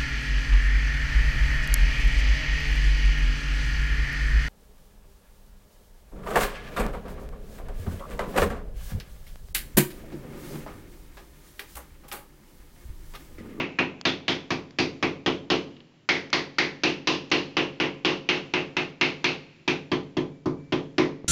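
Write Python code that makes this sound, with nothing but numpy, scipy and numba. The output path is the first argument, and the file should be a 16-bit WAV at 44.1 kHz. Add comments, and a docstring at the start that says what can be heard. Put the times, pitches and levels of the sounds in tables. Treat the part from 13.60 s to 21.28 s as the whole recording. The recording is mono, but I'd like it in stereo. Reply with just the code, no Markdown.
"""A tap already ringing as the sound opens, then an uneven run of taps: a hand tool beds small tiles into
adhesive on the wall of a narrow, hard-walled bathroom. Each blow is stereo noise coloured by crack, tile ring
and wall thud, with a short direct burst, a dense banded tail and decaying sines for the low room modes.
Beneath lie a wavering murmur of shaped noise and, late on, a faint sine tone; short resonant noise bursts
make small ticks and bumps close by. 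A compressor and a dull-topped microphone finish the sound."""
import sys
import numpy as np
from scipy import signal
from scipy.fft import rfft, irfft, next_fast_len
from scipy.io import wavfile
from scipy.ndimage import uniform_filter1d
from numba import njit

SR = 44100
rng = np.random.default_rng(int(sys.argv[2]) if len(sys.argv) > 2 else 0)


def master_out(mix):
    """Clip the mix to full scale and print it as 16-bit PCM to the path in sys.argv[1]."""
    frames = np.transpose(np.atleast_2d(mix))
    ceiling = np.clip(frames, -1, 1)
    pcm = np.round(ceiling * 32767).astype(np.int16)
    wavfile.write(sys.argv[1], SR, pcm)


N = 338677  # length in samples


def undb(db):
    """Decibels to amplitude gain."""
    return 10 ** (np.asarray(db) / 20)


def on_log(hz, table, column=1):
    """Read a column of a table, whose first column is Hz, along log frequency."""
    table = np.array(table, float)
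    log_hz = np.log(np.maximum(hz, 1))
    return np.interp(log_hz, np.log(table[:, 0]), table[:, column])


def decay(t, t60_s, rise_s):
    """Swell with time constant rise_s under an exponential fall of 60 dB per t60_s."""
    return (1 - np.exp(-t / rise_s)) ** 2 * np.exp(-np.log(1000) * t / t60_s)


def resonance(hz, centre_hz, width_hz, order):
    """Bell-shaped response of a damped resonance, 1 at its centre."""
    return 1 / (1 + (2 * (hz - centre_hz) / width_hz) ** order)


# Stereo width across the spectrum: freq_hz, side_minus_mid_db
STEREO_WIDTH = [(60, -12), (100, -9), (170, -12), (300, -31), (500, -0.5), (850, -7.5), (1450, 3),
                (2470, -3), (4210, 1.5), (7160, -3)]
# Stereo balance across the spectrum: freq_hz, left_minus_right_db
STEREO_LEAN = [(60, -8), (100, -6), (170, 1), (300, -6.5), (500, 1.5), (850, -2), (1450, 0), (2470, -5.5),
               (4210, -1.5), (7160, 1.5)]


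def stereo_noise(size):
    """Spectra of left and right noise, with likeness and balance set by frequency through mid and side."""
    hz = np.fft.rfftfreq(size, 1 / SR)
    mid, side = rfft(rng.standard_normal((2, size)))
    side = side * undb(on_log(hz, STEREO_WIDTH))
    lean = undb(on_log(hz, STEREO_LEAN) / 2)
    return hz, np.array([(mid + side) * lean, (mid - side) / lean])


def add(out, sound, start_s, pan_db):
    """Mix in a stereo sound; pan_db is left minus right, and anything before time zero is cut off."""
    start = int(start_s * SR)
    pan = undb(np.array([[pan_db], [-pan_db]]) / 2)
    sound = sound[:, max(-start, 0):N - start] * pan
    first = max(start, 0)
    out[:, first:first + sound.shape[1]] += sound


# A middling blow, from which harder and softer ones are reckoned
USUAL_THUD_DB, USUAL_CLACK_DB, USUAL_CRACK_DB = -22, -19, -30
# Boom, knock and treble: level at a middling blow (dB), and dB gained per dB of the part they follow
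BOOM_AT_DB, BOOM_PER_THUD, BOOM_PER_CLACK = -33.5, 0.45, -0.12  # blows with less clack boom louder
KNOCK_AT_DB, KNOCK_PER_CLACK, KNOCK_PER_THUD = -26, 0.52, 0.1
TREBLE_AT_DB, TREBLE_PER_CRACK = -58.5, 0.31  # the faint top of the contact crack


def blow_parts(thud_db, clack_db, crack_db):
    """Levels of boom, thud, knock, ring, crack and treble, the unlisted parts following the listed ones."""
    thud = thud_db - USUAL_THUD_DB
    clack = clack_db - USUAL_CLACK_DB
    crack = crack_db - USUAL_CRACK_DB
    boom_db = BOOM_AT_DB + BOOM_PER_THUD * thud + BOOM_PER_CLACK * clack
    knock_db = KNOCK_AT_DB + KNOCK_PER_CLACK * clack + KNOCK_PER_THUD * thud
    treble_db = TREBLE_AT_DB + TREBLE_PER_CRACK * crack
    return boom_db, thud_db, knock_db, clack_db, crack_db, treble_db


# Centres of boom, thud, knock, ring, crack and treble: centre_hz
PART_CENTRES = (150, 320, 1000, 2500, 4800, 11000)


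def blow_drive(hz, parts_db):
    """Drive of a blow in dB at any frequency, joined up between its six parts."""
    return on_log(hz, list(zip(PART_CENTRES, parts_db)))


# Colour of a blow as tile, wall and microphone shape it: freq_hz, level_db
BLOW_COLOUR = [(50, -20.5), (90, -21.5), (160, -15), (350, -5.5), (600, 0), (1000, 2.5), (1500, -0.5),
               (2500, 0.5), (3500, 4), (5000, 7), (6300, 8.5), (7300, -2), (8300, 21.5), (15000, 28.5)]
# Rings common to all blows, with peak boosts before scatter: centre_hz, width_hz, boost_db
TILE_RINGS = [(1012, 26, 3), (1096, 230, 1), (1705, 20, -2.5), (2170, 360, 2.5), (4260, 190, 1.5),
              (4700, 260, 0.5)]
TILE_SCATTER_DB = 2.5  # each blow wakes the common rings unevenly
MAIN_RING_WIDTH_HZ, MAIN_RING_DB = 446, 7.5  # its pitch depends on the tile struck


def tile_colour(hz, parts_db, main_ring_hz):
    """Spectrum gain of a struck tile: the drive of the blow lifted by damped tile resonances."""
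    colour = undb(on_log(hz, BLOW_COLOUR) + blow_drive(hz, parts_db))
    rings = [(main_ring_hz, MAIN_RING_WIDTH_HZ, MAIN_RING_DB)]
    for centre_hz, width_hz, boost_db in TILE_RINGS:
        rings.append((centre_hz, width_hz, boost_db + TILE_SCATTER_DB * rng.standard_normal()))
    for centre_hz, width_hz, boost_db in rings:
        colour = colour * (1 + (undb(boost_db) - 1) * resonance(hz, centre_hz, width_hz, 2))
    return colour


BLOW_SIZE = 24576  # samples
# Tail of the room: freq_hz, t60_s, rise_s
ROOM_TAIL = [(80, 0.79, 0.013), (210, 0.68, 0.018), (540, 0.34, 0.006), (1470, 0.25, 0.0016),
             (2620, 0.25, 0.0034), (4400, 0.26, 0.00076), (6600, 0.26, 0.00037), (11000, 0.36, 0.00067)]
TAIL_DB, DIRECT_DB, DIRECT_T60_S = 6.5, 7.5, 0.032
LATE_DB, LATE_STRETCH = -39, 10  # a weaker, longer decay from the space beyond the door, relative to the tail


def tap(parts_db, main_ring_hz, hz, echoes):
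    """One blow: a short direct crack, then dense reflections that decay band by band."""
    t = np.arange(BLOW_SIZE) / SR
    centres = 60 * 2 ** np.arange(0, 7.9, 0.65)
    # triangular bands that add up to one
    bands = np.array([on_log(hz, list(zip(centres, row))) for row in np.eye(len(centres))])
    t60_s = on_log(centres, ROOM_TAIL)[:, None]
    rise_s = on_log(centres, ROOM_TAIL, column=2)[:, None]
    tail = decay(t, t60_s, rise_s) + undb(LATE_DB) * decay(t, LATE_STRETCH * t60_s, rise_s)
    direct = decay(t, DIRECT_T60_S, 0.0003)
    envelopes = undb(TAIL_DB) * tail + undb(DIRECT_DB) * direct
    # equal energy per octave above 40 Hz, so that the colour reads as heard
    tilt = np.sqrt(4000 / np.maximum(hz, 40))
    spectrum = echoes * tile_colour(hz, parts_db, main_ring_hz) * tilt
    banded = irfft(spectrum[:, None] * bands, BLOW_SIZE)
    return np.sum(banded * envelopes, axis=1)


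# Low modes of the room; lobe says whether blow and microphone sit in like (1) or opposite (-1) lobes:
# mode_hz, level_db, t60_s, lobe_sign
ROOM_MODES = [(92.7, -7.5, 0.65, 1), (103.4, -8, 0.14, 1), (121.5, -1, 0.41, -1), (142, -10, 0.9, -1),
              (151.2, -8.5, 0.73, 1), (165.65, 1.5, 0.47, 1), (183.2, -10.5, 0.56, -1),
              (192.1, -5.5, 0.57, -1), (235.7, -14, 1, -1), (256.5, 1.5, 0.3, 1), (265, -10.5, 0.63, -1),
              (279.5, -10, 0.64, 1), (299.2, -6.5, 0.31, 1), (318.2, -4, 0.26, -1), (346.7, -10, 0.27, 1),
              (348.4, -17, 0.54, -1), (362.8, 0, 0.31, -1), (397, -14.5, 0.5, -1), (430, -11, 0.13, -1),
              (434.8, -12, 0.51, -1), (464, -16, 0.41, -1), (492.3, -13, 0.29, -1), (512.8, -12.5, 0.21, 1),
              (537, -22, 0.71, 1), (594, -23, 0.58, -1)]
BOOM_DB, BOOM_RISE_S = 1, 0.0025


def boom(t, parts_db, share_db, skew_rad):
    """The blow sets the room modes going as decaying sines, a little apart in phase left and right."""
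    mode_hz, level_db, t60_s, lobe = np.transpose(ROOM_MODES)[:, :, None]
    mode_db = level_db + blow_drive(mode_hz, parts_db) + BOOM_DB + share_db
    envelope = np.sign(lobe) * undb(mode_db) * decay(t, t60_s, BOOM_RISE_S)
    phase = 2 * np.pi * mode_hz * t
    left = np.sum(envelope * np.sin(phase + skew_rad), axis=0)
    right = np.sum(envelope * np.sin(phase - skew_rad), axis=0)
    return np.array([left, right])


# How far a blow repeats the echoes of the last: freq_hz, share (0 to 1)
ECHO_LIKENESS = [(150, .98), (330, .95), (800, .8), (2300, .62), (5000, .5)]
BOOM_SKEW_RAD = 0.2  # spread of the phase skew, added on the left and taken off on the right
BOOM_SCATTER_DB, BOOM_MEMORY = 1.1, 0.969  # fresh drift of each mode per blow, and share of old drift kept
# Blows, with drive levels of wall thud, tile clack and contact crack, and the main tile ring:
# start_s, thud_db, clack_db, crack_db, main_ring_hz
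BLOWS = [(-.047, -20.5, -15.5, -35.5, 2640), (0.187, -23, -19, -42.5, 2630),
         (0.452, -22.5, -17.5, -29.5, 3460), (0.68, -23.5, -19.5, -30, 3370),
         (0.904, -25, -27.5, -37, 2400), (1.186, -19, -24, -29, 2540), (1.426, -21, -24.5, -37, 2480),
         (1.661, -19.5, -22, -36, 3140), (1.901, -17.5, -20, -29.5, 2930), (2.489, -22, -15, -25, 1920),
         (2.729, -24, -17.5, -26, 2010), (2.984, -23, -16, -26.5, 1850), (3.235, -19, -16.5, -26.5, 2700),
         (3.472, -20, -16.5, -22.5, 2800), (3.715, -18.5, -16, -25, 2780), (3.968, -21, -17, -32, 2810),
         (4.2, -22, -18.5, -35, 2840), (4.448, -19.5, -15, -26.5, 2840), (4.689, -22, -14.5, -27.5, 2780),
         (4.937, -23, -17.5, -33.5, 2690), (5.167, -27.5, -20, -35.5, 2630),
         (5.411, -23.5, -16.5, -27.5, 2710), (5.642, -26, -16.5, -28, 2670),
         (6.077, -25.5, -20, -32.5, 2550), (6.316, -24.5, -28, -43, 3150), (6.568, -24.5, -34, -48, 3240),
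         (6.857, -24.5, -46.5, -53, 1280), (7.122, -22.5, -28.5, -43, 3220), (7.381, -18, -24, -34, 1960)]


def blows():
    """Every blow wakes the same room; its echoes and mode shares drift as the tool moves along the wall."""
    out = np.zeros((2, N))
    t = np.arange(BLOW_SIZE) / SR
    hz, echoes = stereo_noise(BLOW_SIZE)
    alike = on_log(hz, ECHO_LIKENESS)
    per_mode = (len(ROOM_MODES), 1)
    skew_rad = BOOM_SKEW_RAD * rng.standard_normal(per_mode)
    share_db = 0
    for start_s, thud_db, clack_db, crack_db, main_ring_hz in BLOWS:
        parts_db = blow_parts(thud_db, clack_db, crack_db)
        fresh = stereo_noise(BLOW_SIZE)[1]
        echoes = alike * echoes + np.sqrt(1 - alike ** 2) * fresh
        share_db = BOOM_MEMORY * share_db + BOOM_SCATTER_DB * rng.standard_normal(per_mode)
        blow = tap(parts_db, main_ring_hz, hz, echoes) + boom(t, parts_db, share_db, skew_rad)
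        add(out, blow, start_s, 0)
    return out


WAVER_DB = 2.2  # spread of the slow wander in level
# Spectrum shape of the murmur, before it is scaled as a whole: freq_hz, relative_db_per_hz
MURMUR_COLOUR = [(40, -22), (156, 4), (242, -7), (344, 0), (511, -18), (1200, -24), (1800, -19),
                 (2500, -23), (6500, -30), (15000, -20)]
MURMUR_DB = -56  # centre of the wavering level


def murmur(waver):
    """Faint murmur of the house: noise shaped by frequency, its level wavering slowly."""
    size = next_fast_len(N)
    hz, noise = stereo_noise(size)
    sound = irfft(noise * undb(on_log(hz, MURMUR_COLOUR)), size)[:, :N]
    return sound / np.std(sound) * undb(MURMUR_DB + WAVER_DB * waver)


# Swell and fade of the thin tone, before its waver: time_s, level_db
THIN_TONE_FADE = [(6.62, -82), (6.75, -70), (7.1, -69), (7.2, -82)]
THIN_HZ = 2325


def thin_tone(waver):
    """A faint steady-pitched sine that comes and goes, wavering twice as deep as the murmur."""
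    t = np.arange(N) / SR
    time_s, level_db = np.transpose(THIN_TONE_FADE)
    fade_db = np.interp(t, time_s, level_db, left=-200, right=-200)
    return undb(fade_db + 2 * WAVER_DB * waver) * np.sin(2 * np.pi * THIN_HZ * t)


def room_tone():
    """Murmur and thin tone share one slow random waver, with a new target eight times a second."""
    waver = np.interp(np.arange(N) / SR, np.arange(64) / 8, rng.standard_normal(64))
    return murmur(waver) + thin_tone(waver)


def tick(centre_hz, width_hz, t60_s):
    """A short noise burst in one well-damped resonance, scaled to peak 1."""
    size = 4096
    hz, noise = stereo_noise(size)
    burst = irfft(noise * resonance(hz, centre_hz, width_hz, 4), size)
    burst = burst * decay(np.arange(size) / SR, t60_s, 0.0004)
    return burst / np.abs(burst).max()


# Small ticks and bumps close to the microphone, with peaks before panning:
# start_s, peak_db, centre_hz, width_hz, t60_s, left_minus_right_db
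CLOSE_TICKS = [(.412, -26, 3440, 30200, 0.008, -22.5), (1.107, -44.5, 3000, 6000, 0.015, -24),
               (2.166, -42, 3020, 2500, .02, -8), (2.204, -40, 2760, 2500, 0.015, 13),
               (2.702, -40.5, 4000, 8000, 0.012, -25), (3.701, -36, 4000, 8000, 0.013, 6),
               (7.644, -26, 233, 300, 0.013, -10.5)]


def close_ticks():
    """Small resonant ticks and bumps, each placed in time and leaned left or right."""
    out = np.zeros((2, N))
    for start_s, peak_db, centre_hz, width_hz, t60_s, pan_db in CLOSE_TICKS:
        add(out, undb(peak_db) * tick(centre_hz, width_hz, t60_s), start_s, pan_db)
    return out


def scene():
    """Blows, room tone and close ticks together."""
    return blows() + room_tone() + close_ticks()


@njit
def follow(x, release):
    """Peak level: jumps up at once, sinks slowly by the factor release per sample."""
    level, out = 0., np.empty(len(x))
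    for i in range(len(x)):
        level = max(x[i], level * release)
        out[i] = level
    return out


LIMIT_DB, RATIO, RELEASE_S = -8.5, 2.9, 0.066  # compressor threshold, ratio, release time constant
MIC_HZ, MIC_ABOVE_DB = 7307, -33  # the microphone falls steeply here; a faint full-band copy passes too
TOP_HZ = 15700


def record(dry):
    """Gain control squeezes loud peaks; the microphone dulls the treble; the top is cut."""
    peak = follow(np.abs(dry).max(axis=0), np.exp(-1 / (RELEASE_S * SR)))
    gain = np.minimum(1, undb(LIMIT_DB) / peak) ** (1 - 1 / max(RATIO, 1))
    sound = dry * uniform_filter1d(gain, size=64)
    mic_filter = signal.cheby1(10, 0.5, MIC_HZ, fs=SR, output="sos")
    sound = signal.sosfilt(mic_filter, sound) + undb(MIC_ABOVE_DB) * sound
    top_cut = signal.ellip(8, 0.2, 60, TOP_HZ, fs=SR, output="sos")
    return signal.sosfilt(top_cut, sound)


dry = scene()
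out = record(dry)
master_out(out)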